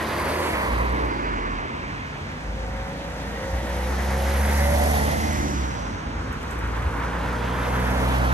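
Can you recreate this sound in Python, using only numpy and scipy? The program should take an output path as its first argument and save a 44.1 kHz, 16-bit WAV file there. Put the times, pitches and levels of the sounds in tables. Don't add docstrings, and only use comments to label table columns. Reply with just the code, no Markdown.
import sys
import numpy as np
from scipy import signal
from scipy.fft import rfft, irfft, next_fast_len
from scipy.io import wavfile
from scipy.ndimage import map_coordinates

SR = 44100
rng = np.random.default_rng(int(sys.argv[2]) if len(sys.argv) > 2 else 0)


def inscribe(sig):
    pcm = np.round(np.clip(np.atleast_2d(sig).T, -1, 1) * 32767)
    wavfile.write(sys.argv[1], SR, pcm.astype(np.int16))


N = 367353
TIME = np.arange(N) / SR
FFT_SIZE = next_fast_len(N, real=True)
BIN_HZ = np.maximum(np.arange(FFT_SIZE // 2 + 1) * SR / FFT_SIZE, 1)


def from_db(db):
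    return 10 ** (np.asarray(db) / 20)


def rms_one(x):
    return x / np.sqrt(np.mean(x ** 2) + 1e-20)


def automation(points):
    return np.interp(TIME, *np.transpose(points))


def at_hz(points, hz):
    point_hz, values = np.transpose(points)
    return np.interp(np.log(hz), np.log(point_hz), values)


def held(start_s, end_s, attack_s, release_s):
    return np.clip(1 + np.minimum((TIME - start_s) / attack_s, (end_s - TIME) / release_s), 0, 1)


def drift(rate):
    knots = rng.standard_normal(3000)
    return rms_one(np.interp(TIME * rate, np.arange(len(knots)), knots))


def band(x, low_hz, high_hz):
    sos = signal.butter(2, [low_hz, high_hz], "band", fs=SR, output="sos")
    return signal.sosfilt(sos, x + 1e-18)


def strikes(events):
    clicks = np.zeros(N)
    for s, db in events:
        clicks[round(s * SR)] += from_db(db)
    return clicks


def ring(clicks, hz, t60):
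    r, w = from_db(-60 / (t60 * SR)), 2 * np.pi * hz / SR
    return signal.lfilter([0, np.sin(w)], [1, -2 * r * np.cos(w), r * r], clicks + 1e-18)


def colour(eq, low_hz, high_hz, order=12):
    edges = np.sqrt((1 + (low_hz / BIN_HZ) ** order) * (1 + (BIN_HZ / high_hz) ** order))
    return from_db(at_hz(eq, BIN_HZ)) / edges


def noise(gain):
    return irfft(gain * rfft(rng.standard_normal(FFT_SIZE)), FFT_SIZE)[:N]


def wide_noise(gain, likeness):
    alike = np.clip(at_hz(likeness, BIN_HZ), -1, 1)
    mid, side = noise(gain * np.sqrt(1 + alike)), noise(gain * np.sqrt(1 - alike))
    return rms_one(mid + side * [[1], [-1]])


def swell(peak_s, spread_s, hz, width_hz, db):
    bell = np.exp(-((TIME - peak_s) / spread_s) ** 2 / 2)
    rush = rms_one(band(rng.standard_normal(N), hz - width_hz / 2, hz + width_hz / 2))
    return from_db(db) * bell * rush


# closest at t/s, speed/(m/s)
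PASSES = [(.85, 7.88), (5.05, 7.78), (8.35, 7)]
LANE_DISTANCE_M, ROAD_ANGLE_DEG, WHEELBASE_M = 4.52, -35, 1.4
MIC_SPACING_M, SOUND_M_S = 0.14, 343


def path(closest_s, speed, ahead_m=0):
    along_m = speed * (closest_s - TIME) - ahead_m
    sine = np.sin(np.arctan2(LANE_DISTANCE_M, along_m) + np.radians(ROAD_ANGLE_DEG))
    return np.hypot(along_m, LANE_DISTANCE_M), (sine + np.arcsin(sine)) / (1 + np.pi / 2)


def axle_pans(vehicle):
    return [path(*vehicle, ahead_m=end * WHEELBASE_M / 2)[1] for end in (1, -1)]


def place(x, pan, shade_db=0.66):
    lag = pan * MIC_SPACING_M / SOUND_M_S * SR / 2
    return np.array([map_coordinates(x, [np.arange(N) + side * lag], order=3, mode="nearest")
                     * from_db(side * shade_db * pan) for side in (-1, 1)])


CAR_LAYERS = {"rumble": (-33, -.05), "drone": (-31, 0.22), "roar": (-28, 0.3), "hiss": (-40, 0.52),
              "fizz": (-46, 0.53), "spray": (-41, 0.46), "boom": (-33.5, 0.21), "second order": (-43, 0.47),
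              "third order": (-42.5, 0.22), "growl": (-32.5, 0.16)}
VAN_LAYERS = {"rumble": (-32, -0.064), "drone": (-31, 0.23), "roar": (-31.5, 0.35), "hiss": (-39, 0.084),
              "fizz": (-41.5, 0.15), "spray": (-34.5, 0.19), "boom": (-21, 0.45),
              "second order": (-36.5, -0.044), "third order": (-32.5, 0.017), "growl": (-33, 0.23)}
LAST_VAN_LAYERS = {"rumble": (-32, 0.085), "drone": (-31.5, 0.44), "roar": (-29, 0.18),
                   "hiss": (-40.5, 0.16), "fizz": (-47, 0.11), "spray": (-44, 0.23), "boom": (-22.5, .01),
                   "second order": (-30, -0.065), "third order": (-34, .06), "growl": (-39, 0.32)}
FALL_OFF = {"rumble": (4.53, 5.66), "drone": (7.1, 8.5), "roar": (5.2, 9), "hiss": (4.3, 10.5),
            "fizz": (6.8, 10.6), "spray": (12.4, 27.3), "boom": (11.5, 12.3), "second order": (8.6, 6.4),
            "third order": (5.95, 13.8), "growl": (5, 10.4)}


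def passing(vehicle, layers):
    closest_s, speed = vehicle
    levels = {}
    for name, (peak_db, lead_s) in layers.items():
        peak_s = closest_s - lead_s
        doublings = np.log2(path(peak_s, speed)[0] / LANE_DISTANCE_M)
        levels[name] = peak_db - doublings * np.where(TIME < peak_s, *FALL_OFF[name])
    return levels


# f/Hz, level/dB
SPRAY_EQ = [(6000, 4), (7500, -3), (8600, -2), (9700, 2.5), (11200, 6.5), (12000, -1), (13000, -23)]
# f/Hz, left-right likeness
SPRAY_LIKENESS = [(6400, 0.29), (7100, -0.46), (7800, 1), (8700, 0.064), (9300, 0.55), (9800, -1.45),
                  (10500, -1.07), (11100, -0.21), (11700, 0.87)]


def spray(level_db, sizzle_db=1.2, even_db=-47.5, brightening=0.33):
    mist = wide_noise(colour(SPRAY_EQ, 6150, 16000), SPRAY_LIKENESS)
    coarse = irfft(rfft(mist, FFT_SIZE) / (1 + (BIN_HZ / 9200) ** 24), FFT_SIZE)[:, :N]
    fine = mist - coarse
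    tilt_db = brightening * (level_db - even_db)
    tilted = from_db(-tilt_db) * coarse + from_db(np.minimum(tilt_db, 0)) * fine
    return from_db(level_db + sizzle_db * drift(150)) * tilted


# t/s, level/dB before the trim
GRIT_TICKS = [(6.326, -40), (6.428, -42), (6.508, -34), (6.527, -46), (6.588, -40), (6.823, -44)]
# f/Hz, level/dB
GRIT_EQ = [(5500, -3), (8000, 5), (9500, -6), (11500, 6), (13000, -14)]


def grit(t60=0.073, trim_db=-7.5):
    decay = signal.lfilter([1], [1, -from_db(-60 / (t60 * SR))], strikes(GRIT_TICKS) + 1e-18)
    return from_db(trim_db) * decay * wide_noise(colour(GRIT_EQ, 5500, 13000), SPRAY_LIKENESS)


# from t/s, until t/s, drumming level/dB, splash level/dB
SLAB_RUNS = [(2.002, 2.95, -39.5, -82), (6.5, 6.952, -34.5, -57.5)]
SLAB_RAMP_S = 0.43


def slab_drumming(low_hz=50, high_hz=92):
    shaking = sum(from_db(db) * held(start_s, end_s, SLAB_RAMP_S, SLAB_RAMP_S)
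                  for start_s, end_s, db, _ in SLAB_RUNS)
    return shaking * rms_one(band(rng.standard_normal(N), low_hz, high_hz))


def wetness(levels):
    splashes = [from_db(db) * held(start_s, end_s, SLAB_RAMP_S, SLAB_RAMP_S)
                for start_s, end_s, _, db in SLAB_RUNS]
    treads = [from_db(level["spray"]) for level in levels]
    return 10 * np.log10(sum(gain ** 2 for gain in splashes + treads))


# f/Hz, relative level/dB, t60/s
SLAB_MODES = [(550, 1, .07), (640, -2, .06), (790, -5, .05)]


def slab_knock(at_s=8.2, strike_db=-28.5):
    click = strikes([(at_s, strike_db)])
    return sum(from_db(db) * ring(click, hz, t60) for hz, db, t60 in SLAB_MODES)


# t/s, strike level/dB
WHEEL_DROPS = [(.525, -25), (.70, -28.5), (3.425, -27), (3.522, -22), (5.935, -29), (6.06, -25.5),
               (6.152, -25), (6.19, -27), (6.274, -27), (6.294, -25), (6.365, -28), (6.57, -23.5),
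               (6.848, -25), (6.863, -19.5)]
# f/Hz, relative level/dB, t60/s
WHEEL_MODES = [(58, -10, 0.063), (77, 7.5, 0.079), (98, -17, 0.022), (210, -8, .04)]


def thuds(trim_db=-1.0, soft_hz=105):
    push = band(strikes(WHEEL_DROPS), 44.0, soft_hz)
    return sum(from_db(db + trim_db) * ring(push, hz, t60) for hz, db, t60 in WHEEL_MODES)


# t/s, level/dB
BLOW_OFF_FADE = [(5.1, -66), (5.32, -41.5), (5.6, -46.5), (5.9, -55), (6.3, -78)]
# f/Hz, level/dB
BLOW_OFF_EQ = [(4300, -14), (5300, -3.5), (6100, 4.5), (7000, -8), (8200, -1), (9000, -31)]


def blow_off():
    return from_db(automation(BLOW_OFF_FADE)) * rms_one(noise(colour(BLOW_OFF_EQ, 4000, 7300)))


def firing_phase(revs):
    return 2 * np.pi * np.cumsum(automation(revs) * (1 + 0.0019 * drift(30))) / SR


def rough_tone(phase, roughness=.65):
    stagger = (drift(16) + drift(55) + 1j * (drift(16) + drift(55))) / 2
    return rms_one(np.real((1 + roughness * stagger) * np.exp(1j * phase)))


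# t/s, level/dB
PUMP_FADE = [(2.9, -82), (3.35, -48), (4.1, -43), (4.5, -46.5), (4.9, -84)]


def pump(order=5.5):
    return from_db(automation(PUMP_FADE)) * rough_tone(order * firing_phase(VAN_REVS))


# multiple of the firing rate, level/dB
THROB_ORDERS = [(.75, -36.5), (2.75, -38)]


def throb(span_s=(5.0, 5.52), ramp_s=.12):
    phase = firing_phase(VAN_REVS)
    lines = sum(from_db(db) * rms_one(np.cos(order * phase)) for order, db in THROB_ORDERS)
    return held(*span_s, ramp_s, ramp_s) * lines


# multiple of the firing rate, from t/s, until t/s, level/dB
WHINES = [(10, 2.47, 3.1, -44.5), (14, 2.68, 2.9, -49), (9, 3.39, 3.79, -37), (8, 3.36, 3.47, -42),
          (10, 3.33, 3.72, -45), (8, 3.66, 3.88, -41.5), (7, 3.9, 4.15, -45.5), (8, 4.1, 4.31, -39.5),
          (8, 4.66, 4.87, -30.5), (9, 4.72, 4.89, -34.5), (10, 4.8, 4.97, -32), (10.5, 4.81, 4.93, -32.5),
          (6, 4.9, 5.05, -39.5), (7, 4.93, 5.18, -34.5), (9, 5.12, 5.28, -37.5), (8, 5.07, 5.35, -39.5)]


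def whines(attack_s=0.097, release_s=0.086):
    phase = firing_phase(VAN_REVS)
    return sum(from_db(db) * held(start_s, end_s, attack_s, release_s) * rough_tone(order * phase)
               for order, start_s, end_s, db in WHINES)


# peak t/s, spread/s, f/Hz, width/Hz, level/dB
BEAMS = [(0.4, .18, 990, 150, -36), (0.78, .15, 1090, 180, -35), (1.08, 0.21, 373, 114, -38),
         (0.33, 0.2, 4640, 600, -47.5), (1.11, 0.12, 4200, 740, -57), (3.5, 0.66, 510, 120, -42.5),
         (5.09, 0.22, 740, 400, -32), (4.62, 0.11, 1980, 300, -38), (5.027, 0.34, 1990, 240, -35.5),
         (8.17, 0.24, 710, 202, -32.5), (8.2, .22, 3600, 1500, -47.5), (7.64, .3, 3300, 400, -51),
         (7.3, 0.43, 924, 220, -41), (1.36, 0.12, 1960, 1100, -40.5), (1.78, 0.5, 1900, 1040, -38.5),
         (5.48, 0.15, 304, 65, -33), (0.43, 0.069, 8000, 3300, -46.5), (0.34, 0.18, 470, 280, -32),
         (3.5, 0.26, 1895, 142, -43.5), (0.53, 0.098, 2130, 1200, -35), (7.15, 0.52, 1200, 830, -36.5),
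         (6.6, 0.52, 459, 197, -42.5)]


def beams(vehicle):
    out = np.zeros(N)
    for peak_s, *shape in BEAMS:
        nearest = min(PASSES, key=lambda other: abs(peak_s - other[0]))
        if nearest == vehicle:
            out += swell(peak_s, *shape)
    return out


LATE_ROAR_DB = [-31.5, -36.5, -25]


def late_roar(vehicle, db, after_s=0.47):
    return swell(vehicle[0] + after_s, spread_s=0.4, hz=1185, width_hz=570, db=db)


# t/s, length/s, level/dB
SURGES = [(0.724, 0.22, -24.5), (1.034, .04, -27.5), (1.27, 0.33, -31), (2.481, 0.34, -30),
          (3.55, .02, -25), (3.74, 0.35, -30), (5.58, 0.077, -25.5), (6.678, 0.77, -28.5)]


def surges(start_s, end_s, attack_s=0.068, release_s=0.056, sag_db_per_s=10):
    return sum(from_db(db - sag_db_per_s * np.maximum(TIME - s, 0))
               * held(s, s + length_s, attack_s, release_s)
               for s, length_s, db in SURGES if start_s < s < end_s)


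# t/s, f/Hz
CAR_HUM = [(0, 73.2), (.45, 81), (.6, 63.7), (.72, 56.97), (.87, 61.23), (1.06, 58), (1.45, 41.45),
           (1.8, 42.56)]
# t/s, firing rate f/Hz
VAN_REVS = [(1.75, 45.98), (2.52, 52.21), (2.85, 54.53), (3.6, 60.26), (4.1, 66.68), (4.7, 71.94),
            (5.35, 75.12), (5.5, 72.5), (5.9, 53.46)]
LAST_VAN_REVS = [(5.85, 53.46), (6.2, 54.48), (7, 58), (7.5, 61.1), (7.95, 62.8), (8.33, 63.1)]
# f/Hz, relative level/dB
CAR_BAY = [(100, -15), (170, -17), (240, -5.5), (340, 2.5), (560, -1.5), (800, -5.5), (1400, -20)]
VAN_BAY = [(100, -12), (190, 0.5), (290, -18), (350, -23), (440, -12), (500, -6.5), (540, -3.5),
           (580, -7.5), (640, -15), (690, -14), (735, -5), (810, -13), (920, -6), (1150, -56), (1600, -24)]
LAST_VAN_BAY = [(100, -16), (250, 3.5), (310, -2), (370, -8), (430, -1), (550, -2.5), (620, -6),
                (780, -6.5), (1000, -3), (1600, -18)]


def engine(pitch, levels, bay, throttle_s, coast_db, growl_db, uneven_db, clatter_db, rough,
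           waver_db=1.5, fade_s=0.11, throttle_ramp_s=0.17):
    pitch_hz, phase = automation(pitch), firing_phase(pitch)
    start_s, end_s = pitch[0][0], pitch[-1][0]
    boom = np.hypot(from_db(levels["boom"]), surges(start_s, end_s)) * np.cos(phase)
    for order, name in ((2, "second order"), (3, "third order")):
        boom += from_db(levels[name] + waver_db * drift(9)) * np.cos(order * phase)
    growl = 0
    for order in [1.5, 2.5, *np.arange(3.5, 18, .5)]:
        gain = from_db(at_hz(bay, order * pitch_hz) + (uneven_db if order % 1 else 0))
        flutter = 1 + rough * (drift(22) + drift(4.02)) / np.sqrt(2)
        growl += gain * flutter * np.cos(order * phase + rng.uniform(0, 2 * np.pi))
    knocks = ((1 + np.cos(phase)) / 2) ** 4 * (1 + .6 * np.cos(phase / 2))
    clatter = rms_one(knocks * band(rng.standard_normal(N), 1820, 2020))
    coasting = 1 - held(*throttle_s, throttle_ramp_s, throttle_ramp_s)
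    load = from_db(levels["growl"] + coast_db * coasting)
    bay_sound = load * (from_db(growl_db) * growl + from_db(clatter_db) * clatter)
    return held(start_s, end_s, fade_s, fade_s) * (np.sqrt(2) * boom + bay_sound)


# f/Hz, relative level/dB
CAR_TYRE_EQ = [(100, 3.5), (170, -2), (250, 3.5), (350, -2), (560, 0), (760, -3.5), (1020, 2.5),
               (1350, -5.5), (2000, -4), (2700, -11.5), (3700, -16.5), (4900, -22.5), (6000, -37)]
VAN_TYRE_EQ = [(100, 2), (170, -0.5), (280, -1), (400, -10), (550, -7), (750, -4.5), (920, -3.5),
               (1150, -8.5), (1650, -6.5), (2000, -8), (2700, -16), (4200, -19.5), (6000, -21)]
LAST_VAN_TYRE_EQ = [(100, 4), (170, 0), (270, 3), (380, -9), (480, 0), (700, -9.5), (940, -1), (1200, -3.5),
                    (1550, -4), (2000, -9), (2700, -15), (4200, -24), (6000, -29)]
# f/Hz, left-right likeness
SCATTER_LIKENESS = [(80, 0.9), (250, 0.65), (600, -1.37), (1200, -0.89), (3500, 0.79), (4400, -0.21),
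                    (5400, 0.038), (6300, 1)]


def tyres(eq, vehicle, levels, scatter_db, hiss_scatter_db, flutter_db=1.36, hiss_flutter_db=1.31):
    edges_hz = [48, 400, 880, 2400, 4300, 6500]
    direct, scattered = 0, 0
    for low, high, name in zip(edges_hz, edges_hz[1:], ("rumble", "drone", "roar", "hiss", "fizz")):
        tone = colour(eq, low, high)
        treble = name in ("hiss", "fizz")
        scatter = from_db(hiss_scatter_db if treble else scatter_db)
        asphalt_db = (hiss_flutter_db if treble else flutter_db) * drift(25)
        gain = from_db(levels[name] + asphalt_db) / np.hypot(1, scatter)
        direct += gain * rms_one(np.array([noise(tone), noise(tone)]))
        scattered += gain * scatter * wide_noise(tone, SCATTER_LIKENESS)
    axles = sum(place(axle, pan) for axle, pan in zip(direct, axle_pans(vehicle)))
    return axles / np.sqrt(2) + scattered


def scene(bass_bend=1.86):
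    car, van, last_van = PASSES
    levels = [passing(car, CAR_LAYERS), passing(van, VAN_LAYERS), passing(last_van, LAST_VAN_LAYERS)]
    car_db, van_db, last_van_db = levels
    rolling = [tyres(CAR_TYRE_EQ, car, car_db, scatter_db=-4.5, hiss_scatter_db=-7.0),
               tyres(VAN_TYRE_EQ, van, van_db, scatter_db=-3.0, hiss_scatter_db=-2.5),
               tyres(LAST_VAN_TYRE_EQ, last_van, last_van_db, scatter_db=-1.5, hiss_scatter_db=-4.0)]
    engines = [engine(CAR_HUM, car_db, CAR_BAY, throttle_s=(0, 0.43), coast_db=-3.5,
                      growl_db=-7.0, uneven_db=-0.5, clatter_db=-26.0, rough=0.82),
               engine(VAN_REVS, van_db, VAN_BAY, throttle_s=(2.48, 6.1), coast_db=-8.0,
                      growl_db=0.5, uneven_db=-4.0, clatter_db=-12.0, rough=0.4) + pump() + throb(),
               engine(LAST_VAN_REVS, last_van_db, LAST_VAN_BAY, throttle_s=(6.9, 8.33), coast_db=-9.0,
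                      growl_db=-0.5, uneven_db=-7.5, clatter_db=-27.0, rough=0.5)]
    out = spray(wetness(levels)) + thuds() + slab_drumming() + slab_knock() + grit()
    out += place(blow_off(), path(*van)[1])
    out += place(whines(), bass_bend * axle_pans(van)[0], shade_db=2.0)
    for vehicle, wheels, motor, roar_db in zip(PASSES, rolling, engines, LATE_ROAR_DB):
        front, _ = axle_pans(vehicle)
        out += wheels + place(motor, bass_bend * front, shade_db=0.5)
        out += place(beams(vehicle) + late_roar(vehicle, roar_db), path(*vehicle)[1])
    return out


def record(dry, left_dip_db=-1.7, port_hz=6200, port_db=2.0, cutoff_hz=13100):
    left = dry[0] + (from_db(left_dip_db) - 1) * band(dry[0], 320, 4300)
    pair = np.array([left, dry[1]])
    pair += (from_db(port_db) - 1) * signal.lfilter(*signal.iirpeak(port_hz, 10, fs=SR), pair)
    return signal.sosfilt(signal.ellip(10, .1, 80, cutoff_hz, fs=SR, output="sos"), pair)


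dry = scene()
out = record(dry)
inscribe(out)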